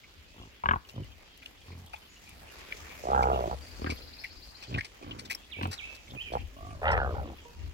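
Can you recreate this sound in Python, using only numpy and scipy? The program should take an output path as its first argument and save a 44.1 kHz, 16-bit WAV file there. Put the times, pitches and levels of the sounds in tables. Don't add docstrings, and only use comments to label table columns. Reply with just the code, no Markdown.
import sys
import numpy as np
from scipy import signal
from scipy.io import wavfile
from scipy.ndimage import uniform_filter1d

SR = 44100
rng = np.random.default_rng(int(sys.argv[2]) if len(sys.argv) > 2 else 0)


def transcribe(signal):
    frames = np.atleast_2d(signal).T
    limited = np.clip(frames, -1, 1)
    pcm = np.round(limited * 32767).astype(np.int16)
    wavfile.write(sys.argv[1], SR, pcm)


N = 340893
TIME = np.arange(N) / SR


def from_db(db):
    return 10 ** (np.asarray(db) / 20)


def rms_one(x):
    return x / np.sqrt(np.mean(x ** 2) + 1e-20)


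def read(rows, t):
    s, *columns = np.transpose(rows)
    return [np.interp(t, s, c) for c in columns]


def at_hz(points, hz):
    frequencies, values = np.transpose(points)
    return np.interp(np.log(hz), np.log(frequencies), values)


def cut(x, hz, kind, order=2):
    sos = signal.butter(order, np.clip(hz, 10, .45 * SR), kind, fs=SR, output="sos")
    return signal.sosfilt(sos, x)


def resonate(x, hz, width_hz):
    r = np.exp(-np.pi * width_hz / SR)
    poles = [1, -2 * r * np.cos(2 * np.pi * hz / SR), r * r]
    return signal.lfilter(np.array([1, 0, -1]) * (1 - r * r) / 2, poles, x)


def drift(rate_hz):
    r = np.exp(-80 * np.pi * rate_hz / SR)
    slow = signal.lfilter([1], [1, -2 * r, r * r], rng.standard_normal(N // 40 + 2002))[2000:]
    return np.interp(np.arange(N) / 40, np.arange(len(slow)), rms_one(slow))


def add(out, s, x):
    i = int(np.clip(round(s * SR), 0, out.shape[-1]))
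    out[..., i:i + x.shape[-1]] += x[..., :out.shape[-1] - i]


def place(x, lag_ms, pan_db):
    n, half = np.arange(len(x)), lag_ms * SR / 2000
    left = np.interp(n - half, n, x) * from_db(pan_db / 2)
    right = np.interp(n + half, n, x) * from_db(-pan_db / 2)
    return np.array([left, right])


def banded_noise(spectrum, patchy_db):
    # (frequency [Hz], left-right correlation [0-1])
    likeness = [(30, 0.78), (80, 0.78), (300, 0.54), (800, 0)]
    out, edges = 0, 20 * 2 ** np.arange(0, 10.1, .5)
    white = rng.standard_normal((2, 2, N))
    for k, (low, high) in enumerate(zip(edges, edges[1:])):
        hz = np.sqrt(low * high)
        if high > spectrum[0][0] and low < spectrum[-1][0]:
            mid, side = cut(white[k % 2], [low, high], "band")
            alike = at_hz(likeness, hz)
            band = np.sqrt(1 + alike) * mid + np.sqrt(1 - alike) * side * [[1], [-1]]
            out = out + from_db(at_hz(spectrum, hz) + patchy_db * drift(6.3)) * band
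    return rms_one(out)


def yard(x, t60, dull_hz):
    t = TIME[:SR // 2]
    echoes = cut(rng.standard_normal((2, len(t))) * from_db(-60 * t / t60) * (t > .003), dull_hz, "low")
    echoes = echoes / np.linalg.norm(echoes, axis=1, keepdims=True) * np.sqrt(2 * dull_hz / SR)
    return signal.fftconvolve(x, echoes, axes=1)[:, :N]


def open_air(level_db=-60):
    # (frequency [Hz], relative level [dB])
    colour = [(20, -5), (60, 8), (140, -6), (330, -8), (560, -25), (1500, -21), (2500, -8.5), (5000, -13),
              (9000, -46), (16000, -29)]
    return from_db(level_db) * banded_noise(colour, patchy_db=2.5)


def wind(breeze_left_db=3, gust_left_db=7):
    # (time [s], level [dB])
    breeze_levels = [(0, -62.5), (2.1, -63), (2.6, -56), (4.2, -55), (5.6, -61), (6.4, -48.5),
                     (7.73, -51.5)]
    # (time [s], peak level [dB], half width [s])
    gust_peaks = [(1.05, -50.5, 0.077), (3.65, -49.5, 0.38), (6.415, -40, 0.034), (6.958, -36.5, 0.1),
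                  (7.18, -37, 0.067), (7.658, -38.5, 0.054)]
    # (frequency [Hz], relative level [dB])
    breeze_colour = [(22, -13.5), (45, -3.5), (68, -3.5), (100, -19), (160, -30.5), (300, -18),
                     (700, -47.5)]
    gust_colour = [(30, -27), (48, -9), (70, 4.5), (100, -13.5), (160, -28.5), (300, -21)]
    breeze = from_db(read(breeze_levels, TIME)[0]) * banded_noise(breeze_colour, patchy_db=4)
    swells = sum(from_db(db) * np.exp(-.5 * ((TIME - s) / half) ** 2) for s, db, half in gust_peaks)
    gusts = swells * banded_noise(gust_colour, patchy_db=0)
    sides = np.array([[.5], [-.5]])
    return breeze * from_db(breeze_left_db * sides) + gusts * from_db(gust_left_db * sides)


def far_chirps(centre_hz=2750):
    hz = centre_hz * (1 + .12 * drift(6) + .0121 * drift(185))
    return from_db(-63) * np.clip(drift(6.3) + .3, 0, 1.5) * np.sin(2 * np.pi * np.cumsum(hz) / SR)


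def whistle(rows, waver, overtone_db, harmonic=2):
    hz, db = read(rows, TIME)
    gate = uniform_filter1d(1.0 * (TIME > rows[0][0]) * (TIME < rows[-1][0]), size=200)
    phase = 2 * np.pi * np.cumsum(hz * (1 + waver * drift(156))) / SR
    tone = np.sin(phase) + from_db(overtone_db) * np.sin(harmonic * phase)
    return gate * from_db(db + 3.4 * drift(94)) * tone


def trill(centre_hz=4650, note_share=.555):
    # (time [s], level [dB], rate [notes/s], sweep [Hz])
    course = [(3.597, -55, 21.6, 600), (3.95, -52, 18.6, 1960), (4.7, -54.5, 15, 2110)]
    db, notes_per_s, sweep_hz = read(course, TIME)
    singing = (TIME > course[0][0]) * (TIME < course[-1][0])
    cycle = np.cumsum(notes_per_s * singing) / SR % 1
    in_note = np.clip((cycle - .5) / note_share, -.5, .5)
    hz = (centre_hz + sweep_hz * in_note) * (1 + .036 * drift(500))
    envelope = singing * from_db(db + 1.85 * drift(27)) * np.cos(np.pi * in_note)
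    notes = place(envelope * np.sin(2 * np.pi * np.cumsum(hz) / SR), lag_ms=.24, pan_db=6.5)
    return notes + 2 * yard(notes, t60=.15, dull_hz=6000)


def song():
    figures = { "swoop": [(0, 4050, -8.5), (.016, 3160, -1.5), (.027, 2400, -3.5), (.045, 2218, -3.5),
               (.069, 2630, -4), (.124, 2620, -13), (.184, 2589, -26)], "arch": [(0, 3164, -6),
               (.01, 2400, -8), (.038, 2614, -1), (.058, 3104, 1), (.085, 3267, -14), (.118, 2445, -1),
               (.153, 2280, -26)]}
    # (start [s], level [dB], figure)
    calls = [(5.515, -38, "swoop"), (5.777, -37.5, "swoop"), (6.157, -37, "arch")]
    out = np.zeros(N)
    for start, level_db, figure in calls:
        curve = [(start + s, hz, level_db + db) for s, hz, db in figures[figure]]
        out += whistle(curve, waver=.0092, overtone_db=-31, harmonic=4)
    return out


def birds():
    # (time [s], pitch [Hz], level [dB])
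    high_curve = [(2.095, 6850, -60), (2.2, 6730, -75)]
    hoot_curve = [(7.45, 479.5, -53.5), (7.52, 474, -58)]
    high_call = whistle(high_curve, waver=.01, overtone_db=-40)
    hoot = place(whistle(hoot_curve, waver=.0057, overtone_db=-1.5), lag_ms=.18, pan_db=-6)
    return place(song(), lag_ms=.586, pan_db=-6) + trill() + high_call + hoot


def litter(grain_db=2.5, grain_hz=220):
    # (time [s], level [dB])
    levels = [(0, -61), (2.1, -59), (2.7, -49.5), (3.75, -51.5), (4.3, -56.5), (5.7, -57.5), (7.73, -58.5)]
    # (frequency [Hz], relative level [dB])
    colour = [(150, -4.5), (320, -2), (900, -4), (1650, -7), (2200, -3), (3300, -11.5), (6000, -12),
              (9200, -23.5), (12000, -19.5), (16000, -22.5)]
    rustle = banded_noise(colour, patchy_db=2.6)
    return from_db(read(levels, TIME)[0] + grain_db * drift(grain_hz)) * rustle


def straw_ticks(faint_db=-55, spread_db=9, decay_s=.0031, low_hz=2600, count=80):
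    # (time [s], level [dB])
    stalks = [(1.376, -48), (1.862, -45.5), (2.293, -42), (5.672, -44)]
    out, t = np.zeros((2, N)), TIME[:SR // 50]
    faint = [(when * N / SR, faint_db - spread_db * size) for when, size in rng.random((count, 2))]
    for s, db in stalks + faint:
        snap = cut(rng.standard_normal(len(t)) * np.exp(-t / decay_s), low_hz, "high", order=1)
        add(out, s, place(from_db(db) * snap, rng.random() - .5, 0))
    return out


def pop_burst(cavity_hz, treble_db, length, spray_db=-20, pops_per_s=2200, gritty_db=4):
    t = TIME[:SR // 8]
    envelope = (1 - np.exp(-t / (.66 * length))) * np.exp(-t / length)
    pops = (rng.random(len(t)) < pops_per_s / SR) * rng.choice([-1, 1], len(t))
    pops = pops * from_db(gritty_db * rng.standard_normal(len(t))) * envelope
    cavity = rms_one(resonate(resonate(pops, cavity_hz, 260), cavity_hz, 1380))
    treble = resonate(pops, 4240, 1240) - resonate(pops, 5420, 2150)
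    treble += from_db(-4.5) * resonate(pops, 8850, 3100) + from_db(-3) * resonate(pops, 690, 2230)
    treble = rms_one(cut(treble, 7640, "low"))
    spray = rms_one(resonate(pops, 10300, 4500))
    burst = cavity + from_db(treble_db) * treble + from_db(spray_db) * spray
    return burst / np.abs(burst).max()


def rooting(boost_db=4.5, squelch_db=-53, count=70):
    # (time [s], peak before the boost [dB],
    # cavity [Hz], treble over cavity [dB], finest spray over cavity [dB], length [s])
    bursts = [(0.887, -40, 2750, -0.5, -14, 0.0082), (1.42, -46, 2400, -16, -21, 0.006),
              (1.459, -36, 2880, -14, -17, 0.0021), (1.928, -39, 2480, -16, -15, 0.012),
              (1.934, -35, 846, -23, -36, 0.0046), (2.255, -44.5, 2430, -9, -27, .04),
              (2.722, -26, 2320, -27, -26, 0.0026), (2.892, -44.5, 2350, -12, -27, 0.026),
              (3.228, -30, 2300, -8, -20, 0.0043), (3.317, -42.5, 2800, -19, -26, .034),
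              (3.86, -31.5, 1540, -33, -33, 0.0085), (3.899, -28, 2320, -3.5, -25, 0.0099),
              (4.2368, -32, 2110, -18, -19.5, 0.0087), (4.6234, -39.5, 2500, 1.5, -9, 0.011),
              (4.741, -31, 2400, -34, -31, 0.0049), (4.779, -25.5, 1780, -16, -50, 0.0092),
              (4.807, -27, 2140, -20, -37, 0.0037), (4.845, -35.5, 2150, 5, -31, 0.0092),
              (5.108, -38.5, 3000, -29, -30, 0.0067), (5.188, -32, 2070, 11, -33, 0.0089),
              (5.25, -39, 3480, 9, -2, 0.0075), (5.298, -29, 2010, -7, -11, 0.0077),
              (5.307, -25, 2310, -2.5, -6.5, 0.011), (5.347, -31, 5470, -7.5, -5.5, 0.003),
              (5.623, -37.5, 2640, 4.5, 1, 0.016), (5.71, -35, 4500, 23, 15, 0.019),
              (5.729, -31.5, 3980, 11, -12, 0.0073), (5.946, -40, 2500, 15, 8.5, 0.0099),
              (6.325, -42.5, 3700, 41, -5, 0.0097), (6.912, -38.5, 5100, -0.5, -11, 0.0095),
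              (6.977, -24, 1230, -62, -70, 0.00087)]
    out = np.zeros((2, N))
    for s, db, hz, treble_db, spray_db, length in bursts:
        burst = from_db(db + boost_db) * pop_burst(hz, treble_db, length, spray_db)
        add(out, s, place(burst, lag_ms=.5013, pan_db=4))
    for when, size, pitch, side in rng.random((count, 4)):
        squelch = pop_burst(2100 + 1400 * pitch, treble_db=-10.5, length=.01)
        add(out, when * N / SR, place(from_db(squelch_db + 10 * size) * squelch, side - .5, 0))
    return out


def effort(share, crest, rise_db, fade_db):
    crest = np.clip(crest, .01, .99)
    before = np.clip(1 - share / crest, 0, 1)
    after = np.clip((share - crest) / (1 - crest), 0, 1)
    return -rise_db * before ** 1.96 - fade_db * after ** 1.3


def flap(tract, stretch, opening_db, rough, tilt_db, puff_s=.003, throat_top_hz=1050):
    t = TIME[:SR // 20]
    puff = rng.standard_normal(len(t)) * np.sqrt(t) * np.exp(-t / puff_s)
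    push = np.sqrt(1 - rough) * (t == 0) + np.sqrt(rough) * puff / np.linalg.norm(puff)
    throat, mouth = parts = np.zeros((2, len(t)))
    for hz, width_hz, db in tract:
        now_hz = hz * stretch * (1 + .026 * rng.standard_normal())
        now_db = db - tilt_db * np.log2(hz / throat_top_hz) + 2 * rng.standard_normal()
        ring = resonate(resonate(push, now_hz, width_hz), now_hz, 3 * width_hz)
        parts[int(hz > throat_top_hz)] += from_db(now_db) * ring
        push = -push
    throat = cut(throat, .55 * tract[0][0], "high", order=3)
    voice = throat / np.linalg.norm(throat) + from_db(opening_db) * mouth / np.linalg.norm(mouth)
    return cut(voice, 1.5 * tract[-1][0], "low", order=4)


def grunt(length, rate, rough, crest, throat_db, rise_db, fade_db, mouth_db, chest_db, chest_hz,
          kind, start, jitter=.1098, lift_per_db=.0268, closing_db_per_octave=4):
    tracts = { "bark": [(225, 80, -6), (600, 170, -8), (870, 170, -1), (1200, 190, 7), (1680, 140, 1.5),
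              (2170, 200, -12), (2950, 520, -19)], "open": [(219, 72, -9.5), (485, 86, 1.5), (808, 142, 9),
              (1380, 167, 6.5), (1570, 125, 1)], "closed": [(294, 72, 0.5), (532, 54, -9.5),
              (712, 110, -10.5), (1110, 214, 7), (1640, 190, -4.5), (2400, 1700, -6)],
              "murmur": [(287, 66, 2), (689, 56, 7), (1180, 58, 0)], "snarl": [(531, 80, 3),
              (835, 144, 4.5), (1387, 150, 5.5), (1900, 210, 3.5), (2750, 620, -10)],
              "growl": [(539, 127, 6), (814, 130, 5.5), (1466, 180, 12), (1770, 150, 0.5),
              (2550, 650, -15)]}
    moves = {"bark": (0.03, 0.00084), "open": (-0.015, 0.00387), "closed": (0, 0.00292),
             "murmur": (0.034, 0.0203), "snarl": (-0.055, .008), "growl": (-0.032, .018)}
    # (time [s], rate [flaps/s])
    long_pace = [(3.04, 61), (3.125, 67.6), (3.21, 63), (3.32, 68.5), (3.46, 57)]
    t = TIME[:int((length + .05) * SR)]
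    voice, pushes = np.zeros((2, len(t)))
    slide, slowing_per_db = moves[kind]
    beat = 0
    for early_late, uneven_db, loose in rng.standard_normal((40, 3)):
        if beat > length:
            break
        push_db = effort(beat / length, crest, rise_db, fade_db)
        past_crest = beat / length - crest
        pace = rate * np.exp(slowing_per_db * push_db) if rate else read(long_pace, start + beat)[0]
        opening_db = mouth_db + .96 * push_db
        stretch = 1 + lift_per_db * push_db + slide * past_crest
        tilt_db = closing_db_per_octave * past_crest
        ring = flap(tracts[kind], stretch, opening_db, rough, tilt_db)
        s = beat + jitter * rough * early_late / pace
        add(voice, s, from_db(throat_db + push_db + uneven_db) * np.sqrt(SR / pace) * ring)
        add(pushes, s + .0011 * abs(loose), from_db([loose]))
        beat += 1 / pace
    chest = resonate(pushes, chest_hz, width_hz=28)
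    chest = cut(cut(chest, 225, "low"), 53, "high", order=3)
    chest = chest / np.sqrt(np.sum(chest ** 2) / (SR * length))
    breath = rng.standard_normal(len(t)) * (t < length)
    rasp = from_db(-16) * rms_one(cut(breath, (189, 430), "band"))
    chest_crest = crest + .16 * (1 - crest)
    swell = from_db(chest_db + effort(t / t[-1], chest_crest * length / t[-1], rise_db=20, fade_db=11))
    return voice + rasp * swell, chest * swell


def pigs():
    # (start [s], end [s], rate at the crest [flaps/s; None: wavering pace],
    # roughness [0-1], crest [share of length], throat at the crest [dB], rise [dB], fade [dB],
    # mouth over throat [dB], chest [dB], chest pitch [Hz], left lag [ms], left over right [dB], kind)
    grunts = [ (0.343, 0.486, 55, 0.43, 0.47, -58, 6, 4.5, 1.5, -49, 69, -0.29, 2, "closed"),
              (0.637, 0.773, 40.96, 0.557, 0.47, -38.5, 5, 8.5, 15, -32.5, 58, -0.36, 4, "bark"),
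              (0.938, 1.029, 50, 0.4, 0.49, -47, 8.5, 12, -9, -36.5, 114, 0.32, -2, "closed"),
              (1.659, 1.854, 43.96, 0.41, 0.18, -61, 5, 9.5, 1, -43, 82, -0.2, 1, "closed"),
              (3.038, 3.488, None, 0.25, 0.3, -25, 13.5, 9.5, -8, -32, 67.5, 0.41, -3, "open"),
              (3.496, 3.549, 64.5, 0.26, 0.52, -33.5, 5, 14, -14, -36, 70, 0.36, -3.5, "open"),
              (3.793, 3.945, 39.76, 0.21, 0.42, -37, 11.5, 5, -6, -34.5, 72, -0.59, 1, "closed"),
              (4.678, 4.789, 63, 0.73, 1, -41, 13, 10, -1, -30.5, 96.7, 0.46, -2, "closed"),
              (5.009, 5.29, 58.94, 0.87, 0.12, -47.5, 4, 7.5, -6, -46.5, 93, 0.48, -2, "closed"),
              (5.566, 5.706, 46.5, 0.8, 0.58, -38, 15, 23, 2.5, -33, 89, -0.42, 1, "closed"),
              (6.086, 6.174, 63.3, 0.54, 0.83, -48, 10, 12, -7.5, -43.5, 100, 0.41, -4, "closed"),
              (6.303, 6.373, 63, 0.156, 0.81, -29.5, 21.5, 3, -19, -37.5, 75.5, 0.4, -2.5, "open"),
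              (6.564, 6.793, 50.1, 0.26, 0.59, -50, 3, 7.5, -0.5, -45, 90.5, 0.3, -3, "murmur"),
              (6.816, 6.979, 82.2, 0.8, 0.42, -28.5, 9.5, 3.5, 0.5, -34.5, 92, 0.2, -1.5, "snarl"),
              (6.987, 7.141, 70, 0.43, 0.012, -33, 1, 10, 1.5, -36, 77.4, 0.19, -3, "growl"),
              (7.15, 7.24, 66.3, 0.82, 0.24, -39, 1, 6.5, -8, -38, 76.6, 0.25, -2, "growl"),
              (7.24, 7.333, 65.9, 0.86, 0.46, -44.5, 1, 6, -10, -47, 77, 0.23, -2, "closed")]
    out = np.zeros((2, N))
    for start, end, *manner, lag_ms, pan_db, kind in grunts:
        voice, chest = grunt(end - start, *manner, kind, start)
        add(out, start, place(voice, lag_ms, pan_db) + place(chest, lag_ms, 0))
    return out


def scene():
    near = pigs() + rooting() + straw_ticks()
    far = birds()
    air = open_air()
    ground = from_db(-15) * yard(near, t60=.055, dull_hz=6000)
    near_echo = ground + from_db(-22) * yard(near, t60=.35, dull_hz=3000)
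    far_echo = yard(from_db(-3) * far + far_chirps(), t60=.61, dull_hz=6300)
    return near + near_echo + far + far_echo + litter() + air + wind()


def record(dry, cutoff_hz=15900):
    return signal.sosfilt(signal.ellip(12, .1, 90, cutoff_hz, fs=SR, output="sos"), dry)


dry = scene()
out = record(dry)
transcribe(out)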